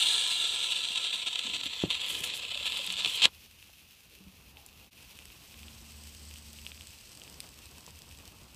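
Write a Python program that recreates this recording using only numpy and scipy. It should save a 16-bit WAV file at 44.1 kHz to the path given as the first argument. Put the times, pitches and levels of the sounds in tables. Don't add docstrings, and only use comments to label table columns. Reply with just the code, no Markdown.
import sys
import numpy as np
from scipy import signal
from scipy.io import wavfile
from scipy.ndimage import uniform_filter1d, minimum_filter1d

SR = 44100
rng = np.random.default_rng(int(sys.argv[2]) if len(sys.argv) > 2 else 0)


def makeup_ratio(level_db):
    decades = np.asarray(level_db, float) / 20
    return 10 ** decades


def wrap_up_sound(samples):
    columns = np.atleast_2d(samples).T
    tamed = np.clip(columns, -1, 1)
    steps = np.round(tamed * 32767).astype(np.int16)
    wavfile.write(sys.argv[1], SR, steps)


N = 377469

# (time [s], level [dB])
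ARC = [(0.0, -25.5), (0.12, -27), (0.3, -31), (0.5, -32.5), (0.7, -34), (0.9, -36.5), (1.1, -35),
       (1.3, -40.5), (1.5, -39), (1.7, -42), (1.9, -35.5), (2.1, -36), (2.3, -37.5), (2.5, -41.5),
       (2.7, -37), (2.9, -37.5), (3.1, -36.5), (3.218, -35.5)]
# (frequency [Hz], level [dB])
HOUSING = [
    [(1120, -54), (1900, -24), (2360, -11), (2540, -11), (2750, -3), (3040, -7), (3240, -2), (3600, 0), (3990, -2), (4690, -17), (5280, -22), (5600, -20), (7280, -50), (12300, -120)],
    [(1120, -49), (1900, -19), (2340, -9), (2450, -5), (2600, -2), (2830, -4), (3080, 0), (3550, -1), (3730, -4), (4100, -7), (5600, -21), (7280, -51), (12300, -120)],
]
# (frequency [Hz], level [dB])
SPIT = [(2940, -15.5), (5000, -8.5), (6000, -6.5), (7790, -2), (9210, -3), (11600, -6.5), (14800, -14),
        (15800, -11.5)]
# (frequency [Hz], level [dB])
FIZZ = [(1180, -16.5), (2000, -2), (2600, -12), (2980, 4), (3610, -0.5), (4840, 5.5), (6450, 1), (7300, -1),
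        (7800, 6), (8700, 4), (9200, -7.5), (14700, -9.5), (15900, -14)]
# (time [s], share of the way [0-1])
WALK = [(0, 0.02), (.8, 0.3), (1.5, 0.58), (2.1, 1), (3.3, 0.78)]


def evened(x):
    return x / np.sqrt(np.mean(x ** 2) + 1e-20)


def add(mix, s, sound):
    part = mix[round(s * SR):][:len(sound)]
    part += sound[:len(part)]


def curves(rows):
    s, *columns = np.transpose(rows)
    return [np.interp(np.arange(N) / SR, s, c) for c in columns]


def response(points):
    f, db = np.transpose(points)
    hz = np.abs(np.fft.fftfreq(4096, 1 / SR))
    log_gain = np.interp(np.log(hz + 1), np.log(f + 1), np.maximum(db, -80)) * np.log(10) / 20
    phase = -signal.hilbert(log_gain).imag
    h = np.fft.ifft(np.exp(log_gain + 1j * phase)).real[:2048]
    return h / np.linalg.norm(h)


def coloured(x, points):
    return signal.oaconvolve(x, response(points))[:N]


def walked(x, pair):
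    turn = np.pi / 2 * np.clip(curves(WALK)[0], 0, 1)
    return np.cos(turn) * coloured(x, pair[0]) + np.sin(turn) * coloured(x, pair[1])


def flicker(s):
    size = max(round(s * SR), 1)
    return evened(uniform_filter1d(uniform_filter1d(rng.standard_normal(N), size), size))


def sparks(per_s, spread_db, hiss):
    size = makeup_ratio(spread_db * np.minimum(rng.exponential(1, N), 3.5)) * rng.choice([-1, 1], N)
    clicks = evened(size * (rng.random(N) < per_s / SR))
    return (clicks + hiss * rng.standard_normal(N)) / np.sqrt(1 + hiss ** 2)


def ring(hz, db, t60):
    t = np.arange(round(t60 * SR) + 1) / SR
    return makeup_ratio(db - 60 * t / t60) * np.sin(2 * np.pi * hz * t)


def burning():
    # (deepest time [s], depth [dB], fading time [s])
    lulls = [(1.119, -7, .06), (1.255, -5, .03), (1.525, -2, 0.027), (1.62, -5, 0.047),
             (1.885, -10.5, 0.068), (1.99, -6, 0.038), (2.225, -4, 0.035), (2.41, -1.5, 0.04),
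             (2.89, -4, .03), (2.955, -6, .02)]
    restrike_s = 0.019
    t = np.arange(N) / SR
    strength_db = curves(ARC)[0]
    for s, db, fading in lulls:
        shape = np.minimum(1 + (t - s) / fading, 1 - (t - s) / restrike_s)
        strength_db = strength_db + db * np.clip(shape, 0, 1)
    return strength_db


def flaring(strength_db):
    # (start [s], length [s], level [dB])
    flares = [(0.009, 0.021, -20), (0.299, 0.027, -22.5), (0.341, 0.01, -27), (0.376, 0.0076, -31),
              (0.438, 0.017, -22), (0.535, 0.019, -26), (0.63, 0.025, -26.5), (0.7, 0.031, -25.5),
              (0.759, 0.0093, -25), (0.84, 0.021, -29), (0.882, 0.0096, -28.5), (0.953, 0.0097, -23),
              (0.973, 0.014, -25), (1.038, 0.029, -31), (1.105, 0.0067, -27), (1.126, 0.029, -27.5),
              (1.214, 0.021, -31.5), (1.26, 0.027, -26.5), (1.325, 0.018, -29), (1.35, 0.014, -28.5),
              (1.387, 0.011, -27), (1.454, 0.021, -30.5), (1.487, 0.019, -31), (1.533, 0.036, -27),
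              (1.598, 0.018, -31), (1.63, 0.012, -28.5), (1.653, 0.025, -30.5), (1.692, 0.026, -34),
              (1.728, 0.014, -30), (1.811, 0.025, -29), (1.85, 0.012, -31.5), (1.902, 0.012, -22.5),
              (1.947, 0.0095, -25), (2.008, 0.014, -25.5), (2.056, 0.015, -28), (2.078, 0.01, -26.5),
              (2.095, 0.015, -26), (2.141, 0.013, -28), (2.169, 0.021, -30.5), (2.237, 0.0091, -25),
              (2.253, 0.026, -31), (2.293, 0.017, -29), (2.334, 0.022, -29.5), (2.39, 0.011, -28),
              (2.418, 0.04, -31), (2.481, 0.014, -31), (2.504, 0.021, -29), (2.54, 0.021, -30),
              (2.571, 0.0077, -33), (2.593, 0.01, -30), (2.616, 0.01, -33), (2.655, 0.028, -25.5),
              (2.717, 0.014, -28), (2.769, 0.014, -26.5), (2.871, 0.0095, -27.5), (2.902, 0.0091, -27.5),
              (2.935, 0.0098, -31), (2.985, 0.026, -25.5), (3.045, 0.0065, -21), (3.058, 0.0066, -20),
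              (0.905, 0.037, -30.5), (1.0, 0.074, -29), (1.431, .045, -33.5), (1.538, .012, -27),
              (2.236, .008, -25.5), (2.97, 0.052, -29), (3.07, .012, -27)]
    edge_s = 0.0086
    t = np.arange(N) / SR
    strength = makeup_ratio(strength_db) * (t < ARC[-1][0])
    for s, length, db in flares:
        near = slice(round(max(s - .01, 0) * SR), round((s + length + .01) * SR))
        inside = np.minimum(t[near] - s, s + length - t[near])
        swell = makeup_ratio(db - 5.0) * np.clip(inside / edge_s + .5, 0, 1)
        strength[near] = np.maximum(strength[near], swell)
    return strength * makeup_ratio(1.7 * flicker(.001) + .5 * flicker(.004))


def stretching():
    # (time [s], level [dB])
    stretch = [(3.218, -40), (3.2195, -24), (3.236, -25.5), (3.239, -20), (3.247, -19), (3.2495, -25),
               (3.2535, -21), (3.257, -27), (3.263, -34), (3.275, -45)]
    t = np.arange(N) / SR
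    return makeup_ratio(curves(stretch)[0]) * (t > stretch[0][0]) * (t < stretch[-1][0])


def wandering(x):
    span = round(3.4 * SR)
    z = signal.stft(x[:span], SR, nperseg=512, noverlap=384)[2]
    patches = uniform_filter1d(uniform_filter1d(rng.standard_normal(z.shape), size=2, axis=0), size=24, axis=1)
    z = z * makeup_ratio(2.2 * evened(patches) - 1.4)
    out = signal.istft(z, SR, nperseg=512, noverlap=384)[1][:span]
    return np.pad(out, (0, N - span))


def discharges(strength, stretch):
    # (time [s], peak [dB])
    pops = [(0.0101, -15), (0.0936, -16), (0.1527, -17), (0.2657, -16), (0.2761, -18), (0.3269, -18),
            (0.4403, -19), (0.4488, -19), (0.4687, -20), (0.4755, -22), (0.5609, -20), (0.6036, -19),
            (0.6292, -19), (0.6428, -16), (0.6609, -22), (0.7247, -20), (0.7647, -18), (0.8386, -19),
            (0.8466, -18), (0.8528, -18), (0.8868, -21), (0.9593, -18), (0.9779, -17), (1.0478, -20),
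            (1.075, -20), (1.1574, -21), (1.226, -22), (1.3574, -16), (1.3927, -16), (1.5655, -19),
            (1.6123, -21), (1.6583, -20), (1.9038, -15), (1.9153, -20), (1.9224, -21), (1.9282, -20),
            (1.9461, -18), (2.0165, -22), (2.1033, -22), (2.151, -19), (2.2395, -20), (2.3021, -20),
            (2.3382, -22), (2.5755, -21), (2.6567, -21), (2.6657, -20), (2.6758, -19), (2.7216, -17),
            (2.7701, -19), (2.7918, -21), (2.8745, -19), (2.9026, -17), (2.9396, -22), (2.9681, -21),
            (2.9935, -21), (3.006, -19), (3.022, -21), (3.0476, -11), (3.0592, -14), (3.2116, -20)]
    # (time [s], peak [dB])
    tears = [(3.2191, -15), (3.2213, -13), (3.2232, -14), (3.2338, -15), (3.2445, -12), (3.2463, -11),
             (3.2512, -9), (3.2552, -40), (3.2572, -13), (3.2815, -35)]
    t = np.arange(N) / SR
    drive = strength * sparks(per_s=1300, spread_db=1.8, hiss=.75 + 1.3 * np.exp(-t / .7))
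    drive = drive + stretch * sparks(per_s=3500, spread_db=1.5, hiss=1.6)
    drive = wandering(drive)
    peak = abs(response(HOUSING[1])).max()
    for s, db in pops + tears:
        at = round(s * SR)
        drive[at - 60:at + 40] *= .5
        add(drive, s, makeup_ratio([db - 1.0]) / peak)
    return drive


def metal_share(strength_db):
    # (start [s], length [s], rise [dB])
    melts = [(1.63, 0.048, 18), (2.073, 0.23, 14.5), (2.337, 0.07, 20), (2.59, 0.404, 6.5),
             (3.05, 0.14, 12.5)]
    t = np.arange(N) / SR
    spit_db = -18.5 + (np.minimum(strength_db, -33) + 36.5)
    for s, length, db in melts:
        spit_db = spit_db + db * np.clip(np.minimum(t - s, s + length - t) / 0.028, 0, 1)
    return spit_db


def glanced(x):
    # (time [s], spacing [Hz], depth [0-1])
    glance = [(0, 1825, 0.8), (.5, 1760, 0.8), (1.0, 1703, 0.8), (1.5, 1690, .8), (1.9, 1620, .7),
              (2.1, 1620, 0), (3.3, 1620, 0.06)]
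    width_hz, from_hz, patchy = 137, 4600, .45
    span = round(3.4 * SR)
    hz, t, z = signal.stft(x[:span], SR, nperseg=512, noverlap=384)
    s, spacing, depth = np.transpose(glance)
    spacing, depth = np.interp(t, s, spacing), np.clip(np.interp(t, s, depth), 0, 1)
    off = (hz[:, None] / spacing + .5) % 1 * spacing - spacing / 2
    patches = uniform_filter1d(uniform_filter1d(rng.standard_normal(z.shape), size=9, axis=0), size=50, axis=1)
    notch = np.clip(depth - patchy * (.3 + evened(patches)), 0, .95)
    notch = notch * np.exp(-(off / width_hz) ** 2) * (hz[:, None] > from_hz)
    out = signal.istft(z * (1 - notch), SR, nperseg=512, noverlap=384)[1][:span]
    return np.pad(out, (0, N - span))


def shadowed(x):
    # (start [s], end [s], frequency [Hz], width [Hz], depth [0-1])
    shadows = [(0, 1.7, 830, 90, .7), (0, 1.7, 1140, 160, .8), (.3, 1.8, 1560, 100, .5),
               (0, 1.5, 1820, 100, .5), (0, .9, 2080, 120, .6), (0, .5, 2583, 150, .6),
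               (.5, 1.5, 4306, 150, .5), (.9, 1.85, 5150, 260, .85), (1.92, 2.03, 5400, 600, .95),
               (1.7, 1.8, 8700, 300, .85), (2.4, 3.1, 1950, 150, .75), (2.45, 2.75, 6000, 700, .7),
               (0, 3.3, 630, 120, .4), (.5, 2, 2400, 300, .3)]
    fade_s = .1
    out = x.copy()
    for start, end, hz, width, depth in shadows:
        a, b = round(max(start - fade_s, 0) * SR), round((end + fade_s) * SR)
        t = np.arange(a, b) / SR
        share = min(depth, 1) * np.clip(np.minimum(t - start, end - t) / fade_s + 1, 0, 1)
        band = signal.lfilter(*signal.iirpeak(hz, hz / width, fs=SR), out[a:b])
        add(out, a / SR, -share * band)
    return out


def arc():
    # (frequency [Hz], level [dB])
    gas = [
        [(3120, -14), (5300, -34), (5840, -2.5), (6330, -6.5), (6760, 1.5), (7320, -4), (7620, 5.5), (8020, 3.5), (8950, 4), (9580, -5), (10500, -14.5), (13600, -79), (22000, -120)],
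        [(3120, -4.5), (5300, -24), (5870, -6.5), (7710, 3), (9420, -11.5), (10700, -8.5), (12200, -23), (15500, -42)],
    ]
    # (frequency [Hz], level [dB])
    flame = [
        [(120, -61), (200, -21.5), (740, -13), (811, -0.5), (995, -6.5), (1840, -4), (2300, -53), (2990, -24), (5060, -120)],
        [(120, -36), (200, -5), (258, -28), (492, 5), (836, -6), (995, 2.5), (1530, 0.5), (1910, 6.5), (2300, 3), (2990, -48), (5060, -120)],
    ]
    # (delay [s], level [dB])
    floor_echo = [(.00295, -5), (.0059, -13)]
    snap_s, snap_db = 3.255, -.2
    strength_db = burning()
    gas_db = -5.5 - 3.5 * curves(WALK)[0]
    flame_db = -14.5 - 0.026 * (strength_db + 32)
    strength, stretch = flaring(strength_db), stretching()
    drive = discharges(strength, stretch)
    gusty = uniform_filter1d(strength + stretch, round(0.0051 * SR)) * rng.standard_normal(N)
    spits = (strength + stretch) * makeup_ratio(2.0 * flicker(.02)) * sparks(per_s=900, spread_db=3.0, hiss=1.5)

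    high = walked(drive, HOUSING)
    high = high + walked((0.52 * drive + 0.93 * gusty) * makeup_ratio(gas_db - 5.5), gas)
    high = high + coloured(spits * makeup_ratio(metal_share(strength_db) - 4.5), SPIT)
    high = glanced(high)
    low = walked((0.87 * drive + 0.92 * gusty) * makeup_ratio(flame_db - 7.0), flame)

    snap = response(HOUSING[1]) + 0.2 * response(gas[1]) + .004 * response(SPIT)
    snap = snap * makeup_ratio(-60 * np.arange(len(snap)) / SR / .008)
    add(high, snap_s, -makeup_ratio(snap_db) * snap / abs(snap).max())
    add(low, snap_s, -0.5 * response(flame[1]))

    out = high + low
    for delay, db in floor_echo:
        add(out, delay, makeup_ratio(db) * low)
    return signal.lfilter(*signal.butter(2, 110, "high", fs=SR), shadowed(out))


def workshop():
    # (frequency [Hz], level [dB])
    air_tone = [(1120, -19), (1900, -11.5), (2230, -7), (2590, 0.5), (3220, -4), (3740, -6), (6350, -10),
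                (7250, -13.5), (9360, -13), (12400, -12), (13300, -9.5), (14700, -16), (15600, -8)]
    # (frequency [Hz], level [dB])
    rumble_tone = [(12, -59), (20, -19), (41, -5), (81, 3), (101, -8.5), (130, -13.5), (200, -14.5),
                   (260, -40), (440, -120)]
    # (frequency [Hz], level [dB])
    street_tone = [(65, -40.5), (110, 0), (130, -2.5), (224, -5), (364, -10.5), (539, -13), (628, -15),
                   (1050, -13), (1470, -18.5), (2300, -27), (2990, -49), (5060, -120)]
    # (time [s], level [dB])
    air_level = [(0, -63), (1.9, -63), (3.2, -60), (3.5, -61), (4.4, -63.5), (4.96, -62), (5.15, -59),
                 (6.4, -61), (7.9, -61.5), (8.56, -63.5)]
    # (time [s], level [dB])
    traffic = [(0, -82), (.4, -67), (1, -74), (2.1, -63.5), (3, -63.5), (3.93, -68.5), (4.41, -63),
               (4.96, -63.5), (5.2, -61.5), (6.4, -60.5), (7.0, -62.5), (7.44, -60), (8.56, -59)]
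    t = np.arange(N) / SR
    air_db, traffic_db = curves(air_level)[0], curves(traffic)[0]
    air = coloured(sparks(per_s=350, spread_db=5.0, hiss=2.06), air_tone)
    air = air * makeup_ratio(air_db + 5.5 + 1.5 * flicker(0.022))

    rumble = coloured(rng.standard_normal(N), rumble_tone)
    rumble = rumble * makeup_ratio(traffic_db + 2.1 * flicker(0.03))
    street_db = -63.5 + 1.12 * (traffic_db - traffic_db.max())
    street = coloured(rng.standard_normal(N), street_tone)
    street = street * makeup_ratio(street_db + 3.5 + 1.8 * flicker(0.019))

    fizz_start_s, fizz_rise_s, cool_db_per_s = 4.8, 1.5, -4.5
    onset = np.clip((t - fizz_start_s) / fizz_rise_s, 0, 1)
    fizz_db = -55 + cool_db_per_s * np.maximum(t - fizz_start_s - fizz_rise_s, 0)
    fizz = coloured(sparks(per_s=500, spread_db=3.5, hiss=1.7), FIZZ)
    fizz = fizz * onset * makeup_ratio(fizz_db + 1.5 * flicker(.008))
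    return air + fizz + rumble + street


def knocks():
    # (time [s], peak [dB], pitch [Hz], ring time t60 [s])
    knock_table = [(0.904, -43.5, 242, 0.025), (1.45, -44.5, 248, 0.093), (1.66, -36.5, 278, 0.032),
                   (1.8444, -28, 125, 0.055), (2.211, -39.5, 152, 0.052), (2.52, -45, 560, .05),
                   (2.558, -43.5, 577, 0.067), (2.61, -45, 580, 0.044), (2.795, -41.5, 560, 0.056),
                   (2.882, -49, 187, 0.4), (4.205, -49, 193, 0.25), (4.266, -46.5, 189, 0.2),
                   (4.566, -67, 836, .15), (7.878, -41.5, 990, 0.018), (7.877, -46, 500, .02)]
    # (time [s], level [dB], pitch [Hz], width [Hz], length [s])
    scuffs = [(1.442, -54.5, 264, 200, 0.3), (1.84, -41.5, 260, 300, 0.059), (1.839, -46, 670, 540, 0.033),
              (4.1, -66, 440, 150, 0.15), (3.055, -42, 970, 1200, 0.024), (3.692, -58, 1100, 1800, .01),
              (2.051, -54.5, 460, 300, 0.69), (3.252, -46.5, 300, 460, 0.025),
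              (3.256, -44.5, 1150, 1000, 0.039), (4.557, -62, 820, 160, 0.13), (4.819, -66, 810, 180, .07),
              (7.15, -60.5, 480, 900, 0.4)]
    # (pitch [Hz], peak [dB], ring time t60 [s])
    bump = [(189, -27, 0.063), (320, -13, 0.017), (560, -38, 0.0072), (900, -44, 0.008)]
    bump_s, push_db, push_rise_s = 1.8377, -23, .009
    out = np.zeros(N)
    for s, db, hz, t60 in knock_table:
        add(out, s, ring(hz, db, t60))
        add(out, s + 0.0045, ring(1.61 * hz, db - 7.5, 0.31 * t60))
    for s, db, hz, width, length in scuffs:
        rub = signal.oaconvolve(rng.standard_normal(SR // 2), ring(hz, 0, 3.3 / width))[:round(length * SR)]
        age = np.linspace(0, 1, len(rub))
        add(out, s, makeup_ratio(db) * evened(rub) * np.minimum(age / 0.11, 1) * (1 - age) ** 0.65)
    for mode in bump:
        add(out, bump_s, -ring(*mode))
    push = makeup_ratio(np.linspace(push_db - 32, push_db, round(push_rise_s * SR)))
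    add(out, bump_s - push_rise_s, np.append(push, push[-1] * np.linspace(1, 0, 30)))
    return signal.lfilter(*signal.butter(2, 80, "high", fs=SR), uniform_filter1d(out, size=13))


def droplets():
    # (time [s], peak [dB])
    bursts = [(1.3923, -29), (1.539, -37), (1.6418, -31), (1.9022, -51), (2.0349, -35), (2.0638, -29),
              (2.0916, -23), (2.2065, -21), (2.249, -21), (2.345, -29), (2.3557, -33), (2.5747, -31),
              (2.7747, -28), (2.846, -28), (2.865, -20), (2.9245, -21), (3.0461, -39), (4.6628, -35),
              (6.531, -41), (7.2974, -44), (7.4039, -29)]
    drive, age = np.zeros(N), np.arange(round(0.016 * SR)) / SR
    fizz = rng.standard_normal((len(bursts), len(age))) * makeup_ratio(-14.0 - 60 * age / 0.0091)
    peak = abs(response(SPIT)).max()
    for (s, db), tail in zip(bursts, fizz):
        add(drive, s, makeup_ratio([db - 21.0]) / peak)
        add(drive, s, makeup_ratio(db + 3.0) * tail / peak)
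    return coloured(drive, SPIT)


def ticks():
    # (time [s], peak [dB], ring pitch [Hz], bright edge [dB])
    cracks = [(3.626, -27, 2680, -17.5), (4.57, -24.5, 2680, -30), (5.1887, -24, 2580, -17),
              (5.222, -28.5, 2800, -19), (5.2544, -34, 2600, -12), (5.302, -28, 2570, -28),
              (5.542, -26, 2380, -26), (5.631, -24, 2540, -22), (5.682, -24, 2860, -27),
              (6.1482, -26.5, 4600, -11), (6.3106, -25, 2520, -19), (6.358, -25.5, 2930, -15),
              (6.5868, -25, 2920, -17), (6.649, -28, 3000, -22), (6.665, -14, 2860, -25),
              (6.7176, -18.5, 2540, -32), (6.776, -26.5, 2570, -29), (6.809, -23, 2850, -23),
              (7.1503, -37, 4810, -23), (7.2172, -23, 2980, -22), (7.277, -25.5, 2530, -27),
              (7.4033, -16, 5100, -20), (7.7823, -36, 2990, -19), (8.019, -36, 5180, -21),
              (8.1116, -30, 2670, -21),]
    out, edge, body = np.zeros(N), response(SPIT)[:200], response(HOUSING[1])[:300]
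    for s, db, hz, edge_db in cracks:
        add(out, s + .0006, ring(hz, db - 17.0, 0.009))
        add(out, s + 0.00068, makeup_ratio(db - 14.0) * body / abs(body).max())
        add(out, s + .0006, makeup_ratio(db + edge_db + 7.0) * edge / abs(edge).max())
    return out


def specks():
    # (time [s], peak [dB])
    bursts = [(3.8229, -48), (3.8882, -47), (4.6625, -34), (5.1748, -39), (5.2536, -48), (5.6233, -43),
              (5.8059, -45), (5.9196, -43), (5.968, -44), (6.2908, -45), (6.3796, -39), (6.5302, -40),
              (6.6519, -43), (7.298, -42), (7.4027, -28), (7.8637, -39)]
    out, click = np.zeros(N), np.diff(response(SPIT)[:120], 3)
    for s, db in bursts:
        add(out, s + .001, makeup_ratio(db + 4.5) * click / abs(click).max())
    return out


def flakes():
    # (time [s], peak [dB])
    bursts = [(5.0262, -45), (5.109, -50), (5.1894, -46), (5.2551, -38.5), (5.9208, -44), (6.0375, -40),
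              (6.073, -41), (6.2524, -46), (6.3399, -38.5), (6.3858, -41), (6.4241, -48), (6.5313, -40),
              (6.577, -44.5), (6.6165, -41), (6.6654, -44), (6.7464, -42), (6.8095, -41), (6.8203, -42.5),
              (6.8712, -37.5), (6.907, -42), (6.9866, -42), (7.011, -44), (7.0538, -52), (7.0738, -49),
              (7.0928, -43), (7.1182, -40), (7.1516, -41), (7.1739, -40), (7.1985, -41), (7.237, -39),
              (7.2987, -42), (7.3266, -45), (7.3426, -41), (7.4039, -36), (7.4413, -45), (7.4661, -44),
              (7.4903, -40.5), (7.5422, -46), (7.5896, -41), (7.657, -39), (7.7124, -44), (7.76, -48),
              (7.7829, -40), (7.8078, -43), (7.8648, -36.5), (7.9071, -42), (7.9585, -43), (7.99, -39.5),
              (8.0198, -39.5), (8.0913, -43), (8.1139, -46), (8.1238, -43), (8.1742, -43), (8.1879, -42),
              (8.2547, -40), (8.2778, -40), (8.3867, -50), (8.433, -47), (8.4853, -51), (8.546, -43)]
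    drive, age = np.zeros(N), np.arange(round(0.007 * SR)) / SR
    fizz = rng.standard_normal((len(bursts), len(age))) * makeup_ratio(-19 - 60 * age / 0.009)
    for (s, db), tail in zip(bursts, fizz):
        add(drive, s, makeup_ratio(db + 11.0) * np.append(1, tail))
    return coloured(drive, FIZZ) + 0.18 * coloured(drive, SPIT)


def hum():
    start_s, peak_s, end_s, fade_s = 5.47, 6.3, 6.93, 0.11
    full_hz, spin_up_hz, spin_up_s = 75, 4.2, 0.063
    t = np.arange(N) / SR
    hz = full_hz - spin_up_hz * np.exp(-np.maximum(t - start_s, 0) / spin_up_s)
    turns = 2 * np.pi * np.cumsum(hz) / SR
    on = np.clip(np.minimum(t - start_s, end_s - t) / fade_s, 0, 1)
    db = -53 - 6 * abs(t - peak_s)
    third_db = -65.5 + 1.1 * flicker(.06)
    return np.sqrt(2) * on * (makeup_ratio(db) * np.sin(turns) + makeup_ratio(third_db) * np.sin(3 * turns))


def surroundings(x):
    t60, room_db = .07, -18
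    t = np.arange(SR // 5) / SR
    tail = rng.standard_normal(len(t)) * makeup_ratio(-60 * t / t60) * (t > .002)
    h = makeup_ratio(room_db) * tail / np.linalg.norm(tail)
    add(h, 0, np.ones(1))
    return signal.oaconvolve(x, h / np.linalg.norm(h))[:N]


def scene():
    switch = surroundings(arc() + droplets() + ticks() + flakes())
    return (switch + workshop() + knocks() + specks() + hum())[None]


def starved(x):
    starved_hz = 9400
    hz, _, z = signal.stft(x, SR, nperseg=1024)
    near = uniform_filter1d(uniform_filter1d(abs(z) ** 2, size=4, axis=1), size=6, axis=2)
    near_db = 10 * np.log10(abs(near) + 1e-20)
    chance = uniform_filter1d(uniform_filter1d(rng.standard_normal(z.shape), size=5, axis=1), size=7, axis=2)
    limit_db = uniform_filter1d(near_db, size=30, axis=1) - 3.3 + 1.3 * evened(chance)
    limit_db = limit_db - 3.2 * (hz[:, None] < starved_hz)
    treble = abs(near[:, hz > starved_hz]).mean(1, keepdims=True)
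    steady = treble < 3.5 * minimum_filter1d(treble, size=13, axis=2) + 1e-20
    weak = (near_db < limit_db) & (hz[:, None] > starved_hz / 2) & steady
    return signal.istft(z * ~weak, SR, nperseg=1024)[1][:, :N]


def top_cut(x):
    return signal.sosfilt(signal.butter(12, 16190, fs=SR, output="sos"), x)


def record(dry):
    change_s, half_s = 4.905, .029
    dip = np.clip(abs(np.arange(N) / SR - change_s) / half_s, .03, 1)
    mix = np.clip(starved(dry) * dip, -.98, .98)
    low_pass = signal.firwin(511, 15300, window=("kaiser", 8), fs=SR)
    mix = signal.oaconvolve(mix, low_pass[None], "same")
    return top_cut(mix)


dry = scene()
out = record(dry)
wrap_up_sound(out)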